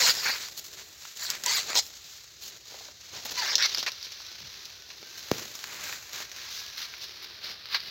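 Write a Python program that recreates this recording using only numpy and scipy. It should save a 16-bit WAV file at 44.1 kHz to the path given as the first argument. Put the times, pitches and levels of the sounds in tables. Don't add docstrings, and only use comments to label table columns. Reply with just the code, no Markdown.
import sys
import numpy as np
from scipy import signal
from scipy.fft import rfft, irfft, next_fast_len
from scipy.io import wavfile
from scipy.ndimage import uniform_filter1d

SR = 44100
rng = np.random.default_rng(int(sys.argv[2]) if len(sys.argv) > 2 else 0)


def bounce(signal):
    frames = np.transpose(np.atleast_2d(signal))
    limited = np.clip(frames, -1, 1)
    pcm = np.round(limited * 32767).astype(np.int16)
    wavfile.write(sys.argv[1], SR, pcm)


N = 348390
TIME_S = np.arange(N) / SR

# t/s, rubbing level/dB, leaf body re rubbing/dB, sheath hollow re rubbing/dB
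CONTACT_CURVE = [(0, -32, -6.5, -14), (.55, -50, -9.5, -10.5), (1.1, -53.5, -7, -15),
                 (1.45, -47.5, -5, -4.5), (1.9, -50.5, -9.5, -12), (2.3, -53, -9.5, -29),
                 (2.95, -54.5, -10, -16), (3.3, -43, -9.5, -8), (4.05, -44.5, -10, -21),
                 (4.65, -46, -8.5, -15), (4.85, -50.5, -9.5, -14), (5.3, -44.5, -7.5, -13.5),
                 (6.28, -49.5, -4.5, -11), (6.55, -43.5, -8.5, -17.5), (7.62, -46.5, -9, -15.5),
                 (7.9, -41.5, -9, -20)]


def amp(db):
    return 10 ** (np.asarray(db) / 20)


def evened(x):
    return x / np.sqrt(np.mean(x ** 2) + 1e-20)


def steadied(x, size):
    return x / np.sqrt(abs(uniform_filter1d(x ** 2, size)) + 1e-12)


def read(points, hz):
    f_hz, value = np.transpose(points)
    return np.interp(np.log(hz + 1), np.log(f_hz + 1), value)


def add(mix, start_s, sound):
    part = mix[max(round(start_s * SR), 0):][:len(sound)]
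    part += sound[:len(part)]


def colour(x, points, size=2048):
    hz = abs(np.fft.fftfreq(size, 1 / SR))
    log_gain = np.log(amp(read(points, hz)))
    taps = np.fft.ifft(np.exp(np.conj(signal.hilbert(log_gain)))).real
    return signal.fftconvolve(x, taps)[:len(x)]


def band(x, lo_hz, hi_hz):
    return signal.sosfilt(signal.butter(4, [lo_hz, hi_hz], "band", fs=SR, output="sos"), x)


def high_pass(hz):
    return signal.butter(4, hz, "high", fs=SR, output="sos")


def registers(x):
    size = next_fast_len(len(x) + 512)
    hz, spectrum = np.fft.rfftfreq(size, 1 / SR), rfft(x, size)
    below_900, below_2800, below_7000 = [1 / (1 + (hz / edge_hz) ** 10) for edge_hz in (900, 2800, 7000)]
    gains = (below_900, below_2800 - below_900, below_7000 - below_2800, 1 - below_2800)
    hollow, body, crisp, top = (irfft(spectrum * gain, size)[:len(x)] for gain in gains)
    return top / np.std(crisp), evened(body), evened(hollow)


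def resonate(x, hz, width_hz):
    turn = np.exp(2j * np.pi * np.cumsum(hz) / SR)
    r = np.exp(-np.pi * width_hz / SR)
    return 2 * (turn * signal.lfilter([1 - r], [1, -r], x / turn)).real


def wander(count, size):
    return evened(uniform_filter1d(uniform_filter1d(rng.standard_normal(count), size), size))


def grains(count, per_s, spread_db):
    sizes = amp(spread_db * np.minimum(rng.exponential(1, count), 4))
    signs = rng.choice([-1, 1], count)
    return evened(sizes * signs * (rng.random(count) < per_s / SR))


def swell(t, rise_s, hold_s, fall_s, curve=1.39):
    to_end_s = rise_s + hold_s + fall_s - t
    return np.clip(np.minimum(t / rise_s, to_end_s / fall_s), 0, 1) ** curve


def scatter(x, spread_s, share, count=4):
    t = np.arange(300) / SR
    taps = rng.standard_normal((count, len(t))) * np.exp(-t / spread_s)
    taps /= np.linalg.norm(taps, axis=1)[:, None]
    folds = signal.fftconvolve(x[None], taps, axes=1)[:, :len(x)]
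    weights = np.array([wander(len(x), size=700) for _ in range(count)])
    weights /= np.linalg.norm(weights, axis=0)
    return x + share * (folds * weights).sum(0)


def pull(start_s, rise_s, hold_s, fall_s, force_db, body_db, hollow_db, leaf_hz, fibre_hz, ring_db,
         median_slips_per_s=450, jitter=.28, uneven_db=0.5, fray_s=0.00062, leaf_ring=1., fibre_ring=0.77,
         build_db=1.5, glide=0.063, trim_db=-0.78):
    # f/Hz, gain/dB
    tearing = [(60, -29), (150, -13), (300, -21.5), (550, -9.5), (1000, -6.5), (1700, -2.5), (2450, -3.5),
               (3050, -4.5), (3500, 0), (4100, 4.5), (6000, 0), (8000, 0.5), (12000, -5), (16000, -3)]
    t = np.arange(0, rise_s + hold_s + fall_s, 1 / SR)
    progress = t / t[-1] - .5
    turns = np.cumsum(median_slips_per_s * np.exp(jitter * wander(len(t), size=50))) / SR
    slips = np.diff(np.floor(turns), prepend=0) * amp(uneven_db * rng.standard_normal(len(t)))
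    fray_envelope = signal.lfilter([1], [1, -np.exp(-1 / (fray_s * SR))], slips)
    fraying = fray_envelope * rng.standard_normal(len(t))
    drive = colour(scatter(slips + .11 * fraying, spread_s=.0013, share=1.5), tearing)
    leaf = resonate(drive, leaf_hz * (1 + glide * progress), width_hz=610)
    fibre = resonate(drive, fibre_hz * (1 - glide * progress), width_hz=480)
    ringing = amp(ring_db) * (leaf_ring * leaf + fibre_ring * fibre)
    crisp, body, hollow = registers(steadied(drive + ringing, size=600))
    force = swell(t, rise_s, hold_s, fall_s) * amp(force_db + build_db * progress + trim_db)
    return start_s, force * (crisp + amp(body_db) * body + amp(hollow_db) * hollow)


def crack(start_s, peak_db, body_db, hollow_db, crumble_s, crumble=0.5, break_s=0.00044, trim_db=1):
    # f/Hz, gain/dB
    cracking = [(60, -30), (150, -15), (400, -6.5), (1000, -4), (2200, -2), (3200, 0), (4500, 7.5),
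                (6500, 6.5), (9000, 3.5), (16000, 3.5)]
    t = np.arange(1800) / SR
    burst = t / break_s * np.exp(1 - t / break_s) * rng.standard_normal(len(t))
    decay = crumble * (t > 2 * break_s) * np.exp(-t / crumble_s)
    after = decay * grains(len(t), per_s=13000, spread_db=4.0)
    crisp, body, hollow = registers(colour(burst + after, cracking))
    height = abs(band(crisp, 2800, 7000)).max()
    mixed = crisp + amp(body_db) * body + amp(hollow_db) * hollow
    return start_s, amp(peak_db + trim_db) * mixed / height


def ticks(count=120, mean_per_s=7, over_db=11.5, spread_db=2.5, body_db=-10, hollow_db=-16):
    out = np.zeros(N)
    times_s = np.cumsum(rng.exponential(1, count)) / mean_per_s
    offsets_db = spread_db * rng.standard_normal((count, 3))
    for start_s, (size, body, hollow) in zip(times_s, offsets_db):
        peak_db = np.interp(start_s, *np.transpose(CONTACT_CURVE)[:2]) + over_db + size
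        add(out, *crack(start_s, peak_db, body_db + body, hollow_db + hollow, crumble_s=0.0047))
    return out


def squeak(start_s, length_s, start_hz, end_hz, level_db, waver=0.021, overtone_db=-4):
    count = int(length_s * SR)
    pitch_hz = np.linspace(start_hz, end_hz, count) * (1 + waver * wander(count, size=60))
    phase = 2 * np.pi * np.cumsum(pitch_hz) / SR
    note = sum(amp(overtone_db * k) * np.sin((k + 1) * phase) for k in range(3))
    return start_s, amp(level_db) * evened(note) * signal.windows.tukey(count, .6)


def snap(start_s=5.3151, thump_hz=380, thump_s=0.0012, thump_db=-5, push_hz=190, push_s=0.0019, push_db=-17,
         tick_db=2, second_db=-3, second_s=0.00182, tail_db=-42, tail_s=0.089):
    t = np.arange(SR // 3) / SR
    thump = amp(thump_db) * np.exp(-t / thump_s) * np.cos(2 * np.pi * thump_hz * t + np.pi / 4)
    push = -amp(push_db) * np.exp(-t / push_s) * np.cos(2 * np.pi * push_hz * t)
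    clicks = np.zeros(len(t))
    clicks[[0, round(second_s * SR)]] = amp(tick_db), amp(second_db)
    clicks = colour(clicks, [(200, 4), (1500, -1.5), (4600, 3.0), (7000, -2), (12000, -0.5)])
    tail = amp(tail_db) * np.exp(-t / tail_s) * evened(band(rng.standard_normal(len(t)), 92, 630))
    return start_s, band(thump + push, 99, 7500) + clicks + tail


def rustle(rub=1., clump_db=0.92, trim_db=-.5, fizzle_s=0.0023, hollow_trim_db=-3.0, sizzle_edge_hz=8500):
    # f/Hz, gain/dB
    rustling = [(50, -20), (120, -8), (250, -11), (400, -6), (800, -7.5), (1200, -3.5), (1700, -0.5),
                (2400, 0), (3100, -1), (4100, 4.5), (5400, 1.5), (6600, 3), (9000, 0), (16000, 0)]
    clicks = grains(N, per_s=700, spread_db=2.5)
    crackles = signal.lfilter([1], [1, -np.exp(-1 / (fizzle_s * SR))], clicks ** 2)
    drive = np.sqrt(crackles / crackles.mean() + rub ** 2) * rng.standard_normal(N)
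    drive = steadied(drive * amp(clump_db * wander(N, size=220)), size=2000)
    top, body, hollow = registers(colour(drive, rustling))
    sizzle = signal.sosfiltfilt(high_pass(sizzle_edge_hz), top)
    layers = [top - sizzle, body, amp(hollow_trim_db) * hollow, sizzle]
    return amp(trim_db) * (rubbing() * layers).sum(0)


def rubbing(rise_share=0.18, fall_share=0.33):
    # start t/s, length/s, rubbing level/dB,
    # leaf body re rubbing/dB, sheath hollow re rubbing/dB, papery sizzle re rubbing/dB
    strokes = [ (0.136, .14, -48, -9, -10, -1), (0.333, 0.17, -45, -3.5, -15, -1),
               (0.564, 0.047, -40, -19, -17, 4), (0.634, 0.056, -47, -10, -27, 4.5),
               (0.72, 0.042, -46.5, -8, -16, -2), (0.763, 0.078, -46.5, -5, -10, -6),
               (0.977, 0.2, -48.5, -9, -20, -2), (1.155, 0.066, -45, -12, -22, -3),
               (1.274, .12, -41, -1, -11, -14), (1.59, 0.17, -41.5, -7.5, -11.5, -2.5),
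               (1.807, 0.1, -51.5, -11, -13, 10), (1.923, 0.077, -49.5, -12, -18, 0),
               (2.01, 0.25, -50.5, -11.5, -16, 2), (2.401, 0.13, -43.5, -14, -15, 4.5),
               (2.497, 0.1, -52, -6, -8, -1), (2.622, 0.36, -47.5, -9.5, -12.5, -0.5),
               (2.98, 0.17, -53.5, -6, -18, -1), (3.12, .1, -42, -7.5, -6.5, -2),
               (3.247, 0.028, -38.5, -10, -7, 8.5), (3.267, 0.048, -40.5, -8, -23, -12),
               (3.306, .028, -36.5, -11, -12, 5), (3.342, 0.068, -38, -7, -25, -7),
               (3.636, 0.18, -35.5, -13, -21, -1), (3.768, 0.064, -32, -18, -18.5, 0),
               (4.025, .05, -40, -24, -35, 0), (4.115, 0.036, -44.5, -13, -32, -2),
               (4.896, 0.031, -44.5, -9, -20, -13), (5.168, 0.038, -42.5, -12, -24, 3),
               (5.28, 0.22, -44, -3.5, -8, 2), (5.63, 0.31, -49, 2, -5.5, 0),
               (5.796, 0.22, -42, -3.5, -11, -0.5), (6.109, 0.17, -40.5, -4, -13.5, 0.5),
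               (6.332, 0.21, -45, -5.5, -16, 0), (6.48, 0.19, -40, -13, -23, 2),
               (6.756, 0.13, -38, -7, -29, 2), (7.004, 0.073, -39, -14, -19, 0),
               (7.219, .04, -42.5, -5, -28, 6), (7.413, .15, -38.5, -9, -15, 2),
               (7.694, .11, -35, -7, -20.5, 3), (7.812, 0.11, -42.5, -16, -14.5, 6), ]
    t, *columns = np.transpose(CONTACT_CURVE)
    level_db, body_db, hollow_db = (np.interp(TIME_S, t, c) for c in columns)
    power = amp([level_db, level_db + body_db, level_db + hollow_db, level_db]) ** 2
    for start_s, length_s, level_db, *shares_db in strokes:
        rise_s, fall_s = rise_share * length_s, fall_share * length_s
        envelope = swell(np.arange(0, length_s, 1 / SR), rise_s, length_s - rise_s - fall_s, fall_s)
        stroke = amp(level_db) * envelope
        for register, share_db in zip(power, [0] + shares_db):
            add(register, start_s, (amp(share_db) * stroke) ** 2)
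    return np.sqrt(power)


def bump(start_s, hz, peak_db, cycles=3.8):
    t = np.arange(SR // 8) / SR
    thud = band(rng.standard_normal(len(t)) * np.exp(-t * hz / cycles), 0.58 * hz, 1.76 * hz)
    return start_s, amp(peak_db) * thud / abs(thud).max()


def stalks(x, t60_s=0.19, wet_db=-16):
    t = np.arange(SR // 3) / SR
    echoes = rng.standard_normal(len(t)) * (rng.random(len(t)) < 2000 / SR)
    taps = echoes * (t > .003) * amp(-60 * t / t60_s)
    return x + amp(wet_db) * signal.fftconvolve(x, taps / np.linalg.norm(taps))[:N]


def whine(start_s, length_s, start_hz, end_hz, level_db, waver=0.0047, flutter_db=2):
    count = int(length_s * SR)
    pitch_hz = np.linspace(start_hz, end_hz, count) * (1 + waver * wander(count, size=500))
    tone = np.sin(2 * np.pi * np.cumsum(pitch_hz) / SR)
    tone = evened(tone * amp(flutter_db * wander(count, size=900)))
    return start_s, amp(level_db) * tone * signal.windows.tukey(count, .6)


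def field(air_db=-60, hum_hz=380, swell_s=0.17, rest_db=-82.5):
    # f/Hz, gain/dB
    air_spectrum = [(25, -20), (42, -10), (55, 4), (95, 2.5), (140, -3), (220, -13.5), (380, -9), (700, -9),
                    (1500, -42), (4000, -5.5), (16000, -30.5)]
    # middle t/s, level added to the resting hum/dB
    hum_swells = [(.75, -64), (2.5, -69.5), (5.1, -67), (7.2, -63.5)]
    air = evened(colour(rng.standard_normal(N), air_spectrum, size=8192))
    air *= amp(air_db + 0.78 * wander(N, size=6000))
    strength = amp(rest_db)
    for middle_s, level_db in hum_swells:
        strength = strength + amp(level_db) * np.exp(-((TIME_S - middle_s) / swell_s) ** 2)
    return air + strength * evened(band(rng.standard_normal(N), 0.852 * hum_hz, 1.168 * hum_hz))


def scene():
    # start t/s, rise/s, hold/s, fall/s, force before trim/dB, leaf body re force/dB,
    # sheath hollow re force/dB, leaf resonance f/Hz, fibre resonance f/Hz, ringing re slips/dB
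    pulls = [ (0, .003, 0.057, .01, -23, -7.5, -20, 2170, 5050, 9),
             (0.055, .008, 0.041, .03, -20.5, -8, -24, 2350, 4700, 2),
             (0.138, .035, 0.034, .03, -34, -8.5, -19, 1790, 4950, 20),
             (0.209, 0.044, 0.048, .105, -29, -1.5, -18, 1780, 4400, 4),
             (0.372, 0.037, .04, 0.056, -40, -9, -23.5, 1750, 4330, 7),
             (1.172, 0.059, 0.021, 0.088, -33.5, -9, -22, 1730, 4280, 1),
             (1.44, 0.047, 0.1, .05, -27.5, -6, -20, 1960, 4400, -4),
             (1.668, 0.021, 0.037, 0.026, -38, -2, -9, 1680, 4060, -7),
             (1.738, 0.029, 0.025, 0.022, -21, -16.5, -19.5, 1970, 4200, 3),
             (3.372, .007, 0.021, 0.014, -28.5, -11.5, -29, 2010, 4730, 3),
             (3.4, .015, .13, .012, -31, -4.5, -19.5, 2140, 5400, 0),
             (3.577, 0.02, 0.022, .012, -28.5, -3, -19.5, 2080, 5240, -3),
             (3.618, .007, .036, 0.015, -22.5, -6.5, -29.5, 2130, 4720, 9),
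             (3.861, 0.0081, 0.012, 0.021, -29.5, -2, -19.5, 2420, 4610, -3),
             (7.731, 0.019, .006, 0.026, -24.5, -5.5, -25.5, 2120, 4150, -1), ]
    # t/s, peak of the 2.8-7 kHz band before trim/dB, body re crispness/dB,
    # hollow re crispness/dB, crumbling decay/s
    cracks = [ (.184, -35, -19, -26, .005), (0.485, -29.5, -4, -30, .005), (.5765, -29, -13, -19, 0.0092),
              (1.0524, -39, 8, -28, .006), (1.172, -31, -16, -33, .008), (1.3019, -14.5, -32, -48, 0.0078),
              (1.352, -26.5, -22, -22, 0.004), (1.4372, -18.5, -9, -17, 0.0089),
              (1.4614, -13, -14, -29, 0.0066), (1.702, -26.5, 0, -10, 0.006), (1.7312, -25, 1, -7, 0.0035),
              (1.744, -28, 4, -10, 0.005), (1.7542, -13.5, -6, -11, .004),
              (1.8656, -29.5, -22, -34, 0.0044), (3.2543, -33, -8, -11, .011), (3.318, -29, -15, -9, .011),
              (3.378, -25, -22, -29, 0.0043), (3.5544, -4, -29, -45, 0.0077),
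              (3.5807, -14.5, -15, -33, 0.0082), (3.6251, -12, -22, -42, 0.0042),
              (3.659, -20, -19, -40, .005), (3.747, -15, -11.5, -35, .005), (3.774, -21, -10, -18, 0.0037),
              (3.7828, -17, -13, -18, .005), (3.828, -19.5, -9.5, -15, 0.0095),
              (3.8636, -22, 2, -16, 0.007), (3.8854, -19.5, -16, -33, 0.0062),
              (3.9186, -24, -21, -22, 0.0052), (4.0275, -24, -23, -39, 0.0036),
              (4.121, -26, -17, -42, .005), (4.2653, -30, -22, -34, 0.0044), (4.5405, -34, -6, -21, .005),
              (4.6547, -29.5, -24, -32, 0.0065), (4.9034, -36, 1, -25, 0.0056), (5.0284, -36, -4, -1, .005),
              (5.553, -31, -7, -24, 0.0079), (5.6405, -27, 1.5, -32, 0.0034),
              (5.8934, -35.5, 10, -12, 0.008), (5.9264, -35.5, 12, -14, .009),
              (6.132, -28, -16, -24, 0.0044), (6.2031, -30, 1, -5.5, .006),
              (6.316, -27.5, -7.5, -21, 0.012), (6.363, -29.5, -4.5, -24, 0.0068),
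              (6.9385, -37, 7.5, -19, 0.0054), (7.4444, -30, -15, -24, .008), (7.656, -28, -6, -25, 0.0079),
              (7.7467, -14.5, -4, -40, .006), (7.803, -22, -16, -32, 0.0062), ]
    # start t/s, length/s, start f/Hz, end f/Hz, level/dB
    squeaks = [(.0, 0.041, 554, 470, -38.5), (0.023, 0.032, 1067, 863, -34), (0.047, 0.015, 765, 540, -37),
               (.066, 0.046, 456, 556, -43), (1.456, 0.031, 957, 985, -35.5),
               (1.506, 0.012, 970, 940, -34.5), (1.749, 0.0333, 1065, 860, -35),
               (3.366, 0.05, 1003, 960, -36.5), (3.412, 0.0264, 947, 850, -35)]
    # t/s, f/Hz, peak level/dB
    bumps = [(0.143, 110, -54), (1.348, 120, -73), (2.72, 524, -43), (2.742, 600, -36.5), (2.772, 563, -50),
             (2.806, 560, -42), (2.884, 910, -40.5), (3.155, 483, -44), (3.254, 590, -37),
             (3.314, 476, -42), (3.558, 378, -41.5), (4.404, 100, -50.5), (5.417, 380, -43)]
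    # start t/s, length/s, start f/Hz, end f/Hz, level/dB
    whines = [(4.15, 0.28, 1510, 1492, -63.5), (4.7, 0.2, 1510, 1480, -63.5),
              (5.013, 0.22, 1544, 1580, -61), (5.799, .17, 1570, 1620, -52), (5.92, 0.13, 1520, 1515, -59),
              (6.181, 0.45, 1605, 1660, -60), (6.497, .28, 1640, 1690, -56), (6.719, 0.26, 1590, 1586, -58),
              (7.26, 0.25, 1490, 1500, -65)]
    husk = rustle() + ticks()
    for source, table in ((pull, pulls), (crack, cracks), (squeak, squeaks), (bump, bumps)):
        for row in table:
            add(husk, *source(*row))
    mix = stalks(husk) + field()
    for row in whines:
        add(mix, *whine(*row))
    add(mix, *snap())
    return mix[None]


def record(dry, fall_db_per_khz=11, edge_hz=15900):
    # t/s, roll-off knee f/Hz, sizzle offset level/dB
    brightness = [(0, 6940, 1.5), (1.4, 7260, 2.5), (1.8, 6950, -1), (3.28, 6500, -3), (3.4, 6250, -4.5),
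                  (3.52, 6100, -5), (3.556, 6000, -14), (3.63, 5840, -9), (3.9, 5750, -7.5),
                  (5.0, 6090, -4), (5.5, 6770, 1), (5.9, 7100, 2.5), (6.5, 6080, -4), (7.0, 5580, -6),
                  (7.9, 4800, -12.5)]
    # f/Hz, gain/dB
    sizzle_floor = [(6000, -42), (8200, -18.5), (9300, -22), (10400, -18), (11800, -11.5), (14000, -9),
                    (16000, -8.5)]
    hz, frames_s, spectra = signal.stft(dry, SR, nperseg=256, noverlap=192)
    t, *columns = np.transpose(brightness)
    knee_hz, sizzle_db = (np.interp(frames_s, t, c) for c in columns)
    over_khz = np.maximum(hz[:, None] - knee_hz, 0) / 1000
    floor = amp(read(sizzle_floor, hz)[:, None] + sizzle_db)
    gain = np.maximum(amp(-fall_db_per_khz * over_khz), floor)
    dulled = signal.istft(spectra * gain, SR, nperseg=256, noverlap=192)[1][:, :N]
    dulled = signal.sosfilt(high_pass(50), dulled)
    limit = signal.firwin(511, edge_hz, window=("kaiser", 9), fs=SR)
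    return signal.oaconvolve(dulled, limit[None], "same")


dry = scene()
out = record(dry)
bounce(out)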